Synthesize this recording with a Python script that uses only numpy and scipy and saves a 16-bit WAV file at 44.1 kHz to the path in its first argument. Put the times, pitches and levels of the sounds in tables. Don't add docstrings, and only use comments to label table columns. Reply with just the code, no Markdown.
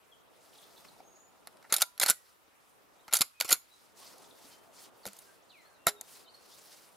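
import sys
import numpy as np
from scipy import signal
from scipy.io import wavfile

SR = 44100
rng = np.random.default_rng(int(sys.argv[2]) if len(sys.argv) > 2 else 0)


def undo_db(level):
    steps = np.asarray(level, float) / 20
    return 10 ** steps


def generate_wav(sig):
    pcm = np.round(np.clip(np.atleast_2d(sig).T, -1, 1) * 32767).astype(np.int16)
    wavfile.write(sys.argv[1], SR, pcm)


N = 307180

# t/s, force/dB, hardness/dB (raises small parts, lowers barrel and stock), chatter length/s
CONTACTS = [(0.8473, -60.5, -8.5, 0.023), (1.003, -67, -2, 0.018), (1.472, -51.5, -1.5, 0.025),
            (1.57, -63.5, -1, .012), (1.626, -62.5, -3, 0.022), (1.644, -69.5, -16, 0.046),
            (1.697, -51, -6, 0.14), (1.7242, -26.5, 3.5, 0.039), (1.73, -33.5, -0.5, 0.079),
            (1.7397, -28.5, 5.5, 0.041), (1.7639, -33, 7, 0.039), (1.782, -42, 2, 0.06),
            (1.798, -45.5, 0.5, 0.25), (1.8086, -33.5, 2.5, 0.04), (1.8182, -26, 4, 0.022),
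            (1.8218, -25.5, 4.5, 0.024), (1.9778, -50, 1.5, 0.027), (1.9983, -30.5, 3.5, 0.025),
            (2.011, -28.5, -2, 0.14), (2.02, -32, 4.5, 0.068), (2.0318, -26.5, -1.5, 0.036),
            (2.0361, -31, 7.5, 0.027), (2.051, -46.5, -8.5, 0.12), (2.0612, -29, 1.5, 0.04),
            (2.078, -34, 5.5, 0.13), (2.084, -26.5, 0, 0.079), (2.0986, -24, 8.5, 0.025),
            (2.1045, -28, 7, 0.039), (3.08, -52, -6, 0.046), (3.11, -55, -4.5, 0.061),
            (3.1262, -32.5, 0, 0.046), (3.1353, -24, 4.5, 0.019), (3.1408, -28, 5, .048),
            (3.151, -27.5, 3.5, 0.068), (3.157, -35, 3.5, 0.062), (3.1681, -34.5, 8.5, 0.038),
            (3.1865, -41.5, 4, 0.057), (3.2077, -34.5, 3.5, .03), (3.2092, -30, 4.5, 0.029),
            (3.215, -27, -1, 0.043), (3.2175, -26.5, 3.5, 0.025), (3.4008, -34.5, 5.5, 0.032),
            (3.409, -29, 0.5, 0.019), (3.418, -42.5, 1, 0.055), (3.444, -44, 3, 0.096),
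            (3.476, -45, 0, 0.077), (3.4892, -33, 1, 0.062), (3.504, -31.5, 7, 0.09),
            (3.5103, -27, -5, 0.059), (3.5185, -31, 8, 0.037), (3.5267, -22.5, 7, 0.027),
            (3.5365, -38, 5, 0.045), (4.181, -63.5, 5, 0.025), (5.054, -41, -0.5, 0.0067),
            (5.061, -48, 4, 0.012), (5.065, -50, 9, 0.018), (5.0708, -52, 7, 0.02),
            (5.0758, -50.5, 0, 0.029), (5.084, -54, 2.5, 0.045), (5.132, -62.5, 10, 0.019),
            (5.1665, -64, 9, 0.02), (5.188, -60, 11, 0.028), (5.863, -50, -8, 0.066),
            (5.868, -26.5, 6, 0.02), (5.8732, -39, 10, 0.035), (5.8773, -44, 2.5, 0.035),
            (5.8808, -31.5, -1.5, 0.043), (5.8896, -38, 1.5, 0.038), (6.011, -46, 6.5, 0.017)]


def rms_one(x):
    return x / np.sqrt(np.mean(x ** 2) + 1e-20)


def at_hz(points, hz):
    table_hz, values = np.transpose(points)
    return np.interp(np.log(hz), np.log(table_hz), values)


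def drift(rate_hz):
    r = np.exp(-80 * np.pi * rate_hz / SR)
    white = rng.standard_normal(N // 40 + 2002)
    slow = signal.lfilter([1], [1, -2 * r, r * r], white)[2000:]
    return np.interp(np.arange(N) / 40, np.arange(len(slow)), rms_one(slow))


def grains(spread_db):
    size = undo_db(spread_db * np.minimum(rng.exponential(1, (2, N)), 5))
    return rms_one(size * rng.standard_normal((2, N)))


def banded(white, spectrum, likeness, patchy_db):
    out = 0
    edges_hz = 22 * 2 ** np.arange(0, 10, .5)
    for k, (low, high) in enumerate(zip(edges_hz, edges_hz[1:])):
        hz = np.sqrt(low * high)
        band_db = at_hz(spectrum, hz)
        if band_db < -45:
            continue
        band = signal.butter(2, [low, high], "band", fs=SR, output="sos")
        mid, side = signal.sosfilt(band, white[k % 2])
        alike = np.clip(at_hz(likeness, hz), -1, 1)
        gain = undo_db(band_db + patchy_db * drift(14))
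        out = out + gain * (np.sqrt(1 + alike) * mid + np.sqrt(1 - alike) * side * [[1], [-1]])
    return rms_one(out)


def gun():
    # f/Hz, width/Hz, level/dB
    modes = [(90, 330, -2.5), (241, 810, 3), (680, 320, -3.5), (1050, 310, -3), (1395, 160, 0),
             (2130, 370, 0.5), (3080, 1800, -0.5), (3800, 560, 1), (4300, 440, -1.5), (5000, 660, 1),
             (5640, 1400, 0.5), (6590, 770, -2.5), (7260, 720, 1), (7810, 2400, -1.5), (9420, 720, -1),
             (10230, 710, -1.5), (11300, 560, -0.5), (12320, 880, -3.5), (13300, 1200, -5),
             (14800, 1700, -12.5)]
    part_edges_hz = [400, 2700, 6000]
    # f/Hz, level/dB
    side_levels = [(60, -2), (180, 0.5), (550, -6.5), (1650, -22), (4970, -13), (15000, -8)]
    # f/Hz, share
    side_lean = [(200, 0.4), (550, .01), (4000, .01), (9000, -0.49)]
    part_gain_db = [-1.5, -5.5, -1.5, -1.5]
    part_linger = [1.0, 2.06, 1.16, 0.92]
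    stock_below_hz, lifted_s, free_stock_db = 800, 4.0, 6
    clump_db = 1.8
    shift_share = .025

    out = np.zeros((2, N))
    impacts = rms_one(grains(3.5) * undo_db(clump_db * drift(300)))
    luck, shift = rng.standard_normal((2, len(CONTACTS), len(modes)))
    for k, (hz, width_hz, mode_db) in enumerate(modes):
        part = int(np.searchsorted(part_edges_hz, hz))
        times, blow_db, lengths_s = part_blows(part)
        count = len(times)
        if part == 1 and hz < stock_below_hz:
            blow_db = blow_db + free_stock_db * (times > lifted_s)
        level_db = blow_db + mode_db + part_gain_db[part] + 1.6 * luck[:count, k]
        shaking, strikes = chatter(times, level_db, lengths_s, part_linger[part])
        drive = impacts * shaking + strikes * [[1], [0]]
        starts = np.round(times * SR).astype(int)
        mid, apart = resonate(drive, starts, hz * (1 + shift_share * shift[:count, k]), width_hz)
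        lean = np.clip(at_hz(side_lean, hz), -1, 1)
        side = undo_db(at_hz(side_levels, hz)) * (lean * mid + np.sqrt(1 - lean ** 2) * apart)
        polarity = (-1) ** max(k, 1)
        out += polarity * np.array([mid + side, mid - side])
    return out + rings()


def part_blows(part):
    # t/s, level/dB
    thuds = [(0.85, -59.5), (1.696, -60), (1.7236, -42), (1.822, -55.5), (2.011, -55.5), (2.035, -49.5),
             (2.059, -55), (2.0989, -41), (2.48, -68), (3.083, -61), (3.136, -49.5), (3.2072, -38.5),
             (3.215, -44.5), (3.448, -49), (3.508, -41), (3.525, -40.5), (5.054, -64), (5.068, -58),
             (5.084, -62.5), (5.8692, -35)]
    if part == 0:
        times, level_db = np.transpose(thuds)
        return times, level_db, np.full(len(times), 0.042)
    times, force_db, hardness_db, lengths_s = np.transpose(CONTACTS)
    return times, force_db + (part - 2) * hardness_db, lengths_s


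def chatter(times, level_db, lengths_s, linger):
    hold_power = 1.2
    rattle_db, rattle_t60_s = -26, 0.12
    strike_db = 14
    main, rattle, strikes = np.zeros((3, N + 6000))
    t = np.arange(6000) / SR
    for s, db, length_s in zip(times, level_db, lengths_s):
        at = round(s * SR)
        span = slice(at, at + len(t))
        slide = np.clip((length_s - .045) / 0.029, 0, 1)
        rise = 1 - np.exp(-t / (.0001 + 0.002 * slide))
        crack = 1 + 0.71 * (1 - slide) * np.exp(-t / 0.001)
        fall_db = 20 * (3 * t / (max(length_s, .004) * linger)) ** hold_power
        before = main[at] * np.exp(-t / 0.00088)
        main[span] = before + rise * crack * undo_db(db - fall_db)
        rattle[span] += undo_db(db + rattle_db - 60 * t / rattle_t60_s)
        strikes[at + 8] = (1 - slide) * undo_db(db + strike_db)
    return (main + rattle)[:N], strikes[:N]


def resonate(x, starts, pitches_hz, width_hz):
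    r = np.exp(-np.pi * width_hz / SR)
    b = np.sqrt((1 - r * r) / 2) * np.array([1, 0, -1])
    out, state = np.zeros_like(x), np.zeros((2, 2))
    for start, end, hz in zip(starts, [*starts[1:], N], pitches_hz):
        a = [1, -2 * r * np.cos(2 * np.pi * hz / SR), r * r]
        out[:, start:end], state = signal.lfilter(b, a, x[:, start:end] + 1e-18, zi=state)
    return out


def rings():
    # t/s, f/Hz, level/dB, t60/s
    ring_table = [(.964, 900, -49, .03), (1.003, 764, -43.5, .035), (1.0505, 800, -42, .014),
                  (1.8215, 1404, -28, .05), (1.822, 985, -60, .58), (1.822, 1389, -62, .6),
                  (2.0983, 1922, -56.5, .37), (3.0805, 900, -44, .03), (3.5105, 1400, -27, .06),
                  (3.526, 2218, -52, .16), (4.445, 250, -54, .058), (5.0545, 900, -39, .012),
                  (5.062, 520, -39, .05), (5.066, 200, -45, .12), (5.0755, 400, -44, .04),
                  (5.867, 170, -36, .05), (5.8666, 1880, -26.5, .063), (5.8685, 689, -21.5, .05),
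                  (5.8685, 976, -35, .08), (5.8685, 2130, -23.5, .033), (5.8686, 3780, -28.5, .088),
                  (5.8687, 415, -46, .37), (5.8693, 1340, -16, .037), (5.8696, 1345, -57, .5),
                  (5.8696, 3990, -25, .076)]
    rise_s = 0.00047
    loud_db, grip_s, grip_t60_s = -35, .028, .04
    out, t = np.zeros(N), np.arange(SR // 2) / SR
    for s, hz, db, t60_s in ring_table:
        at = round(s * SR)
        choke_db = 60 * np.maximum(t - grip_s, 0) / grip_t60_s * (db > loud_db)
        envelope = (1 - np.exp(-t / rise_s)) * undo_db(db - 60 * t / t60_s - choke_db)
        out[at:at + len(t)] += envelope * np.sin(2 * np.pi * hz * t)
    return out * undo_db(2.5 * drift(60))


def scatter(x, level_db, t60_s):
    t = np.arange(int(.3 * SR)) / SR
    tails = rng.standard_normal((2, len(t))) * undo_db(-60 * t / t60_s) * (t > .004)
    tails /= np.sqrt(np.sum(tails ** 2, axis=1, keepdims=True))
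    return undo_db(level_db) * signal.fftconvolve(x, tails, axes=1)[:, :N]


def clothes():
    # start/s, end/s, swish level/dB
    strokes = [(0.287, 1.077, -63), (1.374, 1.763, -75), (2.125, 2.378, -68), (2.56, 2.743, -72),
               (2.883, 3.107, -76.5), (3.595, 3.97, -68), (3.944, 4.148, -56), (4.008, 4.4, -62),
               (4.336, 4.609, -58), (4.55, 4.76, -69.5), (4.72, 4.901, -56), (4.913, 5.416, -61),
               (5.39, 5.764, -73), (6.022, 6.266, -56), (6.295, 6.436, -67.5), (6.361, 6.98, -57.5)]
    # t/s, level/dB
    shuffling = [(0, -68.5), (.55, -63), (1.0, -61), (1.25, -66), (1.6, -61.5), (1.9, -72), (2.3, -72.5),
                 (3.0, -65), (3.3, -78.5), (3.75, -71), (4.1, -59.5), (4.6, -62.5), (4.85, -61),
                 (5.5, -66.5), (6.15, -62.5), (6.4, -65), (6.7, -62), (6.96, -65.5)]
    # f/Hz, relative level per Hz/dB
    swish_spectrum = [(880, -26.5), (1500, -8), (2610, -5.5), (3150, -4.5), (5120, 1.5), (8320, -6),
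                      (11200, 3), (14600, -11), (16000, -23)]
    # f/Hz, relative level per Hz/dB
    shuffle_spectrum = [(59, -36), (100, -10), (171, -3), (517, 0.5), (1110, -5), (1910, -24),
                        (2500, -22.5), (3250, -35.5), (5500, -120)]
    # f/Hz, correlation
    likeness = [(60, -0.31), (240, -0.47), (950, 0.88), (3770, 0.81), (15000, 0.59)]

    t = np.arange(N) / SR
    power = np.zeros(N)
    for start, end, db in strokes:
        u = np.clip((t - start) / (end - start), 0, 1)
        power += undo_db(2 * db) * np.sin(np.pi * u) ** 1.63
    fibres = np.array([grains(2.6), grains(2.6)])
    flicker = undo_db(1.3 * drift(25) + .8 * drift(150))
    swish = np.sqrt(power) * flicker * banded(fibres, swish_spectrum, likeness, patchy_db=1.9)
    shuffle_gain = undo_db(np.interp(t, *np.transpose(shuffling)))
    shuffle = shuffle_gain * banded(fibres, shuffle_spectrum, likeness, patchy_db=1.4)
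    return swish + shuffle


def birds():
    # t/s, length/s, start f/Hz, end f/Hz, level/dB
    whistles = [(0.114, 0.038, 3470, 3000, -64.5), (1.02, 0.29, 6400, 6930, -68.5),
                (2.99, 0.022, 3450, 3960, -74), (3.035, .02, 3340, 3020, -72),
                (3.33, 0.18, 2500, 2530, -69.5), (4.01, 0.024, 1100, 1100, -61.5),
                (3.697, 0.048, 3800, 4050, -69), (3.725, 0.026, 4120, 3800, -67),
                (4.502, 0.066, 3110, 3090, -69.5), (5.03, 0.026, 4780, 3950, -62),
                (5.251, 0.069, 1620, 1550, -69), (5.422, 0.013, 4610, 7700, -75.5),
                (5.484, 0.16, 4690, 1924, -66), (5.495, 0.029, 4900, 3440, -62.5),
                (5.57, 0.063, 4180, 4050, -74), (5.609, 0.016, 4880, 7950, -74),
                (5.639, .008, 8000, 5600, -75), (5.645, 0.039, 4050, 4510, -70.5),
                (5.63, 0.15, 1847, 1473, -74), (5.697, 0.017, 4900, 8040, -75),
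                (5.735, 0.043, 4470, 3650, -74.5), (5.78, 0.13, 2760, 2730, -73.5),
                (5.96, 0.056, 3800, 3660, -65), (6.234, 0.039, 5000, 3490, -65),
                (6.268, 0.046, 3500, 4850, -62), (6.263, 0.032, 3080, 3050, -65),
                (6.34, 0.02, 4190, 4500, -59), (6.505, 0.05, 3000, 3950, -66)]
    # t/s, start f/Hz, level/dB
    chirps = [(.528, 4100, -67), (0.552, 4600, -61.5), (.582, 4800, -60), (.623, 4600, -63),
              (.634, 4850, -59.5), (0.762, 4970, -59), (0.774, 5000, -62), (0.881, 5500, -60),
              (4.238, 4780, -62), (4.306, 4850, -60.5)]
    chirp_s, chirp_fall_octaves = 0.012, 0.6
    rush_per_octave = 2.0

    notes = list(whistles)
    for s, hz, db in chirps:
        notes.append((s, chirp_s, hz, hz * 2 ** -chirp_fall_octaves, db))
    out, waver = np.zeros((2, N)), undo_db(2.5 * drift(120))
    pans_db = rng.uniform(-3, 3, len(notes))
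    for (s, length_s, start_hz, end_hz, db), pan_db in zip(notes, pans_db):
        u = np.linspace(0, 1, round(length_s * SR))
        rush = rush_per_octave * abs(np.log2(start_hz / end_hz))
        way = np.expm1(-rush * u) / np.expm1(-rush)
        hz = start_hz * (end_hz / start_hz) ** way
        swell = np.sqrt(2) * undo_db(db) * np.sin(np.pi * u) ** .5
        note = swell * np.sin(2 * np.pi * np.cumsum(hz) / SR)
        at = round(s * SR)
        out[:, at:at + len(u)] += note * undo_db(np.array([[pan_db], [-pan_db]]))
    calls = out * waver
    return calls + scatter(calls, level_db=-3, t60_s=.4)


def night():
    # f/Hz, relative level per Hz/dB
    spectrum = [(15, -49), (25, -17.5), (80, -7), (373, -22), (659, -12), (1400, -3), (1890, -15.5),
                (2160, -11), (5880, -19.5), (11300, -17.5), (16000, -21.5)]
    # f/Hz, correlation
    likeness = [(60, -0.28), (240, -0.95), (950, -0.46), (3770, 0.35), (15000, -0.12)]
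    white = rng.standard_normal((2, 2, N))
    return undo_db(-66) * banded(white, spectrum, likeness, patchy_db=-1.65)


def scene():
    steel = gun()
    tail = scatter(steel, level_db=-23.5, t60_s=0.25)
    return steel + tail + clothes() + birds() + night()


def band_limit(x):
    return signal.sosfilt(signal.butter(12, 16800, fs=SR, output="sos"), x)


def record(dry):
    rounded = .9 * np.tanh(dry / .9)
    top_cut = signal.cheby2(10, 60, 16900, fs=SR, output="sos")
    return band_limit(signal.sosfilt(top_cut, rounded))


dry = scene()
out = record(dry)
generate_wav(out)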